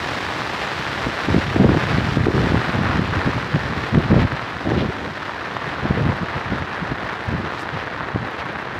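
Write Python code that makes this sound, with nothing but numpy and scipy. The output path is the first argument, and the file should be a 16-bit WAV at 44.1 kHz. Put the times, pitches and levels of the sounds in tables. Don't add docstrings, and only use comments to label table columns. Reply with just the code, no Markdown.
import sys
import numpy as np
from scipy import signal
from scipy.fft import rfft, irfft
from scipy.io import wavfile
from scipy.ndimage import uniform_filter1d, minimum_filter1d

SR = 44100
rng = np.random.default_rng(int(sys.argv[2]) if len(sys.argv) > 2 else 0)


def gain_from_db(level_db):
    decades = np.asarray(level_db, float) / 20
    return 10 ** decades


def generate_wav(sig):
    pcm = np.round(np.clip(np.atleast_2d(sig).T, -1, 1) * 32767).astype(np.int16)
    wavfile.write(sys.argv[1], SR, pcm)


N = 387638
CLOCK_SAMPLES = 32

# frequency in Hz, density in dB per Hz.
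AIR_SPECTRUM = [(2000, -30), (6000, -3), (10000, -2), (16500, -2)]
# time in seconds, level in dB.
BREEZE_LEVEL = [
    (0.0, -31),
    (1.17, -31),
    (1.56, -36),
    (2.89, -29.5),
    (3.77, -27),
    (3.99, -32),
    (5.39, -36),
    (6.09, -23.5),
    (6.29, -36),
    (8.79, -33.5),
]
# start in seconds, length in seconds, level in dB, brightness in dB.
LONG_GUSTS = [(1.277, 0.044, -16.5, -12), (1.329, 0.057, -16.5, -0.5), (1.416, 0.11, -24, -20),
              (1.543, 0.047, -17, -9), (1.588, 0.062, -13, 1), (1.652, 0.118, -15.5, -3.5),
              (1.813, 0.33, -20, -12), (2.15, 0.087, -17, -17), (2.254, 0.046, -19.5, 3),
              (2.333, .13, -17.5, -1.5), (2.49, 0.095, -16.5, -11), (2.737, .3, -19.5, -11),
              (3.075, 0.11, -20, -22), (3.247, 0.059, -20.5, -11), (3.923, 0.066, -12, -4),
              (4.02, .06, -21.5, -6), (4.101, 0.072, -10, -7.5), (4.175, 0.074, -15.5, -9),
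              (4.645, 0.078, -20, -1), (4.698, 0.15, -20, -2.5), (4.834, 0.063, -25, 0.5),
              (4.93, 0.19, -34, 2.5), (5.823, 0.03, -21, -2), (5.892, 0.038, -20, -8),
              (5.959, 0.057, -17.5, -4.5), (6.037, 0.071, -17.5, -11), (6.447, 0.18, -27.5, -15),
              (7.277, 0.076, -19, -25), (7.368, 0.04, -25, -14), (7.43, 0.049, -28, -5),
              (8.18, 0.081, -29.5, -20)]
# middle in seconds, level in dB, brightness in dB.
SHORT_BUFFETS = [(1.07, -18.5, -3), (2.69, -18.5, -23), (3.17, -21, -20), (3.37, -19.5, -20),
                 (3.55, -13, -25), (3.65, -24.5, -22), (3.71, -20.5, -4), (3.78, -20, -28),
                 (3.83, -24, -12), (4.33, -20, -6), (4.43, -25, -20), (4.57, -29, -2), (6.228, -19.5, -24),
                 (6.3, -30, -22), (6.37, -21.5, -8), (6.53, -18.5, -16), (6.83, -23, -18),
                 (6.919, -19, -16), (7.05, -21.5, -19), (7.75, -22.5, -19), (8.159, -20, -12),
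                 (8.79, -25, -16), (6.6, -31, -15), (8.02, -26, -16), (3.46, -24, -20), (0.95, -30, -16)]
# frequency in Hz, density in dB per Hz.
BUFFET_SPECTRUM = [(25, -44), (45, -4.5), (80, 4.5), (140, 3.5), (250, -8), (400, -13), (700, -53.5),
                   (3000, -110)]
# frequency in Hz, density in dB per Hz.
FLUTTER_SPECTRUM = [(120, -22.5), (200, 0.5), (350, 6.5), (600, -4.5), (900, -14.5), (1500, -43.5),
                    (5000, -110)]
# time in seconds, peak in dB, pitch in Hz.
PORT_PUFFS = [(1.0731, -15, 232), (1.2878, -7, 285), (1.3456, -0.5, 254), (1.3811, -10, 202),
              (1.5633, -2.3, 304), (1.6005, -4, 190), (1.6341, -4, 294), (1.6929, -2, 262), (1.72, -8, 220),
              (1.9844, -5, 208), (2.1726, -3, 189), (2.2695, 4, 332), (2.5016, -14, 176),
              (2.5219, -5.8, 251), (2.5463, -3, 190), (2.7914, -10.5, 205), (2.9953, -6.5, 190),
              (3.2766, -8, 252), (3.5619, -10.5, 233), (3.9564, -2, 263), (3.9787, 3, 180),
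              (4.132, -1, 258), (4.1661, -7, 267), (5.8558, -10.5, 276), (5.9095, -5.5, 168),
              (6.0656, -9, 131), (6.2327, -9, 146), (6.9204, -12.5, 221), (7.4, -13.5, 174),
              (8.161, -7.5, 291)]
# time in seconds, peak in dB, pitch in Hz.
PHONE_SPLASHES = [(1.5825, -38.8, 7811), (1.8048, -38, 11092), (2.7213, -39.2, 9220), (2.7254, -41.0, 8460),
                  (2.7571, -37.7, 7770), (2.8289, -41.1, 7750), (3.8897, -40.2, 9255),
                  (4.3272, -42.1, 7751), (4.414, -44.0, 7623), (5.5388, -43.4, 7830), (5.9793, -44.5, 9013),
                  (6.0613, -43.7, 7908), (6.1705, -41.2, 8894), (6.2328, -42.1, 7573),
                  (6.5906, -41.8, 8115), (7.1315, -44.0, 8093), (7.2564, -43.8, 7818),
                  (7.2916, -43.9, 7519), (7.3239, -44.8, 10867), (7.5942, -42.0, 7296), (7.6174, -47, 8263),
                  (7.6217, -34.9, 9081), (8.2709, -44, 9164), (8.3106, -39, 13200), (8.3943, -43.5, 7751),
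                  (8.4559, -49, 7793), (8.5258, -46.0, 10151), (8.5789, -45.3, 8190), (8.7644, -46.7, 8826),
                  (8.7761, -44, 8672)]
# time in seconds, peak in dB, pitch in Hz.
LARGE_DROPS = [(0.4071, -11.7, 1367), (0.4193, -4, 1350), (1.6923, -3, 1053), (1.9161, -10.7, 1333),
               (2.3797, -6, 1272), (2.3915, -9, 1259), (2.5549, -6.5, 928), (2.8571, -6, 1233),
               (2.9121, -7, 1455), (3.1364, -6.5, 1248), (3.2163, -6, 1384), (3.2609, -7, 1520),
               (3.4017, -8, 1350), (3.4427, -20, 1325), (3.4815, -17, 1284), (3.5415, -7, 1240),
               (3.6148, -24, 1317), (3.7351, -7, 1295), (4.32, -5, 1421), (4.3944, -6.5, 1388),
               (5.295, -8.5, 1220), (5.3198, -19, 1529), (5.3589, -17, 1337), (5.4172, -13.9, 1206),
               (5.5676, -4.5, 1108), (6.38, -9, 1278), (6.9063, -30, 1291), (7.1069, -10, 1245),
               (7.6905, -6, 1420), (8.0078, -6.5, 1166)]
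# time in seconds, rain level in dB, treble shading in dB.
RAIN_LEVEL = [(0.0, -28, -21), (0.46, -28, -22), (1.56, -28, -23), (1.61, -31, -25), (1.84, -25.5, -25.5),
              (2.32, -29, -23), (2.37, -28, -23.5), (2.81, -27, -28.5), (3.84, -29.5, -27),
              (4.18, -28.5, -31.5), (5.07, -32, -28.5), (6.0, -28.5, -33.5), (7.51, -30.5, -34),
              (7.61, -31, -26), (7.66, -30, -36), (8.79, -31, -38)]
# frequency in Hz, density in dB per Hz.
PATTER_SPECTRUM = [(40, -10), (100, -14.5), (300, -2.5), (600, -1.5), (1000, 0.5), (1800, -2),
                   (2300, -11.5), (4000, -24.5), (8000, -89.5), (14000, -100)]
# frequency in Hz, density in dB per Hz.
SPRAY_SPECTRUM = [(1000, -25.5), (1900, -3.5), (2400, -1), (4000, -5), (5000, -12.5), (6300, -24),
                  (8500, -37.5), (15500, -43)]
# frequency in Hz, density in dB per Hz.
FIZZ_SPECTRUM = [(3500, -5), (4800, 7.5), (5800, 7.5), (6200, 2), (7000, 2.5), (8300, -1.5), (9000, -6),
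                 (12300, -13), (13000, -14), (14500, -16), (16500, -14)]
# frequency in Hz, density in dB per Hz.
TICK_SPECTRUM = [(3000, -30), (6000, 11), (9000, -1), (12000, -14), (16500, -10)]
# start in seconds, depth in dB.
GAIN_DUCKS = [
    (1.59, 0),
    (2.17, 4.5),
    (2.27, 3.5),
]
# middle in seconds, width in seconds, spray in dB, fizz in dB.
WATER_FLINGS = [
    (4.21, 0.024, 5, 4),
    (4.8, 0.037, 6.5, -1),
    (7.61, 0.015, -2, 9),
    (7.8, 0.033, 5.5, 0),
    (8.4, 0.018, 7, 5),
]


def evened(x):
    return x / np.sqrt(np.mean(x ** 2) + 1e-20)


def steadied(x, window_s):
    power = uniform_filter1d(x ** 2, size=round(window_s * SR))
    return evened(x / np.sqrt(abs(power) + 0.051))


def curves(rows):
    times_s, *columns = np.transpose(rows)
    return [np.interp(np.arange(N) / SR, times_s, column) for column in columns]


def swell(start_s, length_s, rise_s, fall_s):
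    t = np.arange(0, N + CLOCK_SAMPLES, CLOCK_SAMPLES) / SR - start_s
    before = np.minimum(t, 0) / rise_s
    after = np.maximum(t - length_s, 0) / fall_s
    return np.exp(-before ** 2 - after ** 2)


def fine(coarse):
    return np.interp(np.arange(N), np.arange(len(coarse)) * CLOCK_SAMPLES, coarse)


def wander(hz):
    spectrum = rfft(rng.standard_normal(N))
    return evened(irfft(spectrum / (1 + (np.fft.rfftfreq(N, 1 / SR) / hz) ** 2), N))


def coloured(x, spectrum):
    size = 8192
    hz, db = np.transpose(spectrum)
    grid_hz = abs(np.fft.fftfreq(size, 1 / SR))
    gain_db = np.interp(np.log(grid_hz + 1), np.log([*hz, SR]), [*db, -120], left=-70)
    log_gain = np.log(gain_from_db(gain_db))
    phase = -signal.hilbert(log_gain).imag
    taps = np.fft.ifft(np.exp(log_gain + 1j * phase)).real
    taps = (taps * np.fft.fftshift(np.hanning(size)))[:size // 2]
    return evened(signal.oaconvolve(x, taps)[:N])


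def scattered(count, db, spread_db, low_hz, high_hz):
    when, size, pitch = rng.random((count, 3)).T
    times_s = 0.05 + when * N / SR * 0.99
    return np.transpose([times_s, db - spread_db * size, low_hz * (high_hz / low_hz) ** pitch])


def strike(events, rise, fall, edge, trim_db, loose=1):
    out = np.zeros(N + SR)
    for (s, db, hz), phase in zip(events, rng.random(len(events))):
        cycles = np.arange(-3 * rise, 3 * fall, hz / SR)
        turn = 2 * np.pi * (cycles + loose * (phase - 0.5))
        shape = np.exp(-(cycles / np.where(cycles < 0, rise, fall)) ** 2)
        wave = np.cos(turn) + edge * shape * np.cos(2.26 * turn)
        first = round(s * SR - 3 * rise * SR / hz)
        out[first:][:len(cycles)] += gain_from_db(db + trim_db) * shape * wave
    return out[:N]


def air_hiss():
    return coloured(rng.standard_normal(N), AIR_SPECTRUM) * gain_from_db(-78)


def wind_levels():
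    rise_s, fall_s, buffet_s = 0.013, 0.017, 0.019
    breeze = gain_from_db(curves(BREEZE_LEVEL)[0] - 2.5)
    blows = [(swell(s + rise_s, length - rise_s, rise_s, fall_s), db, bright)
             for s, length, db, bright in LONG_GUSTS]
    blows += [(swell(s, 0, buffet_s, buffet_s), db, bright) for s, db, bright in SHORT_BUFFETS]
    low_power = fine(sum((e * gain_from_db(db)) ** 2 for e, db, _ in blows))
    high_power = fine(sum((e * gain_from_db(db + bright)) ** 2 for e, db, bright in blows))
    low = np.sqrt(breeze ** 2 + low_power)
    high = np.sqrt((breeze * gain_from_db(-6)) ** 2 + high_power)
    return low, high


def wind_eddies(low, high):
    eddies = rng.standard_normal(N)
    buffet = steadied(coloured(eddies, BUFFET_SPECTRUM), window_s=0.052)
    flutter = steadied(coloured(eddies, FLUTTER_SPECTRUM), window_s=0.15)
    buffet *= low * gain_from_db(-3.0 + 2.45 * wander(hz=32.4))
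    flutter *= high * gain_from_db(-5.5 + 3.3 * wander(hz=60))
    return buffet + flutter


def wind_puffs(low):
    small = scattered(count=220, db=7, spread_db=9.5, low_hz=110, high_hz=375)
    small = low * strike(small, rise=0.35, fall=0.65, edge=0.48, trim_db=-1.5, loose=0.41)
    body = strike(PORT_PUFFS, rise=0.69, fall=0.48, edge=0.33, trim_db=-2.5, loose=0.25)
    tips = PORT_PUFFS * np.array([1, 1, 2.8])
    tips = strike(tips, rise=0.3, fall=0.61, edge=0.2, trim_db=-14, loose=0.32)
    return small + body + tips


def wind():
    low, high = wind_levels()
    return wind_eddies(low, high) + wind_puffs(low)


def phone_splashes():
    lesser = scattered(count=40, db=-44, spread_db=5, low_hz=7600, high_hz=9400)
    return strike([*PHONE_SPLASHES, *lesser], rise=0.44, fall=0.7, edge=0.6, trim_db=5.0)


def large_drops():
    lesser = scattered(count=36, db=-15, spread_db=6, low_hz=800, high_hz=1700)
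    return strike([*LARGE_DROPS, *lesser], rise=0.3, fall=0.84, edge=0.2, trim_db=-3.3)


def near_drops(per_s, spread_db, splat_s, thud, count):
    size = gain_from_db(spread_db * np.minimum(rng.exponential(1, N), 2.7))
    size *= rng.random(N) < per_s / SR
    kind = rng.integers(0, count, N)
    t = np.arange(400) / SR
    push = rng.standard_normal((count, 1)) * np.exp(-t / 0.00087)
    splats = rng.standard_normal((count, len(t))) * np.exp(-t / splat_s) + thud * push
    return evened(sum(signal.oaconvolve(size * (kind == k), splats[k])[:N] for k in range(count)))


def rain_levels():
    fall_s, back_s = 0.012, 0.06
    sheets = evened(np.gradient(wander(hz=3.5)))
    rain_db, shade_db = curves(RAIN_LEVEL)
    duck_db = fine(sum(db * swell(s + fall_s, 0, fall_s, back_s) for s, db in GAIN_DUCKS))
    flung = [(swell(s, 0, width, width), spray, fizz) for s, width, spray, fizz in WATER_FLINGS]
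    spray_fling_db = fine(sum(e * db for e, db, _ in flung))
    fizz_fling_db = fine(sum(e * db for e, _, db in flung))
    patter_db = rain_db - 0.46 * duck_db + 0.75 * sheets - 1.3
    spray_db = rain_db + 0.47 * shade_db - duck_db + spray_fling_db + 0.39 * sheets + 4.5
    fizz_db = rain_db + shade_db - duck_db + fizz_fling_db + 0.65 * sheets + 0.1
    return patter_db, spray_db, fizz_db


def rain():
    near = near_drops(per_s=1100, spread_db=2.1, splat_s=0.00024, thud=0.089, count=24)
    clumps = evened(np.gradient(wander(hz=21)))
    patter_db, spray_db, fizz_db = rain_levels()
    patter = coloured(near + 0.65 * rng.standard_normal(N), PATTER_SPECTRUM)
    spray = coloured(near + 1.52 * rng.standard_normal(N), SPRAY_SPECTRUM)
    fizz = coloured(0.6 * near + rng.standard_normal(N), FIZZ_SPECTRUM)
    patter *= gain_from_db(patter_db + 3.0 + 1.0 * clumps)
    spray *= gain_from_db(spray_db + 0.05 + 0.78 * clumps)
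    fizz *= gain_from_db(fizz_db + 3.0 + 0.58 * clumps)
    sharp = np.clip(near, -5.5, 5.5) ** 3
    ticks = coloured(sharp, TICK_SPECTRUM) * gain_from_db(-64.0)
    return patter + spray + fizz + ticks


def scene():
    return (air_hiss() + wind() + phone_splashes() + large_drops() + rain())[None]


def roll_off(x):
    return signal.sosfilt(signal.butter(12, 15500, fs=SR, output="sos"), x)


def record(dry):
    low_cut = signal.butter(2, 52, "high", fs=SR, output="sos")
    dry = signal.sosfilt(low_cut, dry)
    ceiling = 0.71
    room = np.minimum(ceiling / (abs(dry) + 1e-9), 1)
    gain = uniform_filter1d(minimum_filter1d(room, size=133), size=133)
    limited = dry * np.minimum(gain, uniform_filter1d(gain, size=401))
    band_limit = signal.firwin(511, 15500, window=("kaiser", 9), fs=SR)
    mix = signal.oaconvolve(limited, band_limit[None], "same")
    return roll_off(mix)


dry = scene()
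out = record(dry)
generate_wav(out)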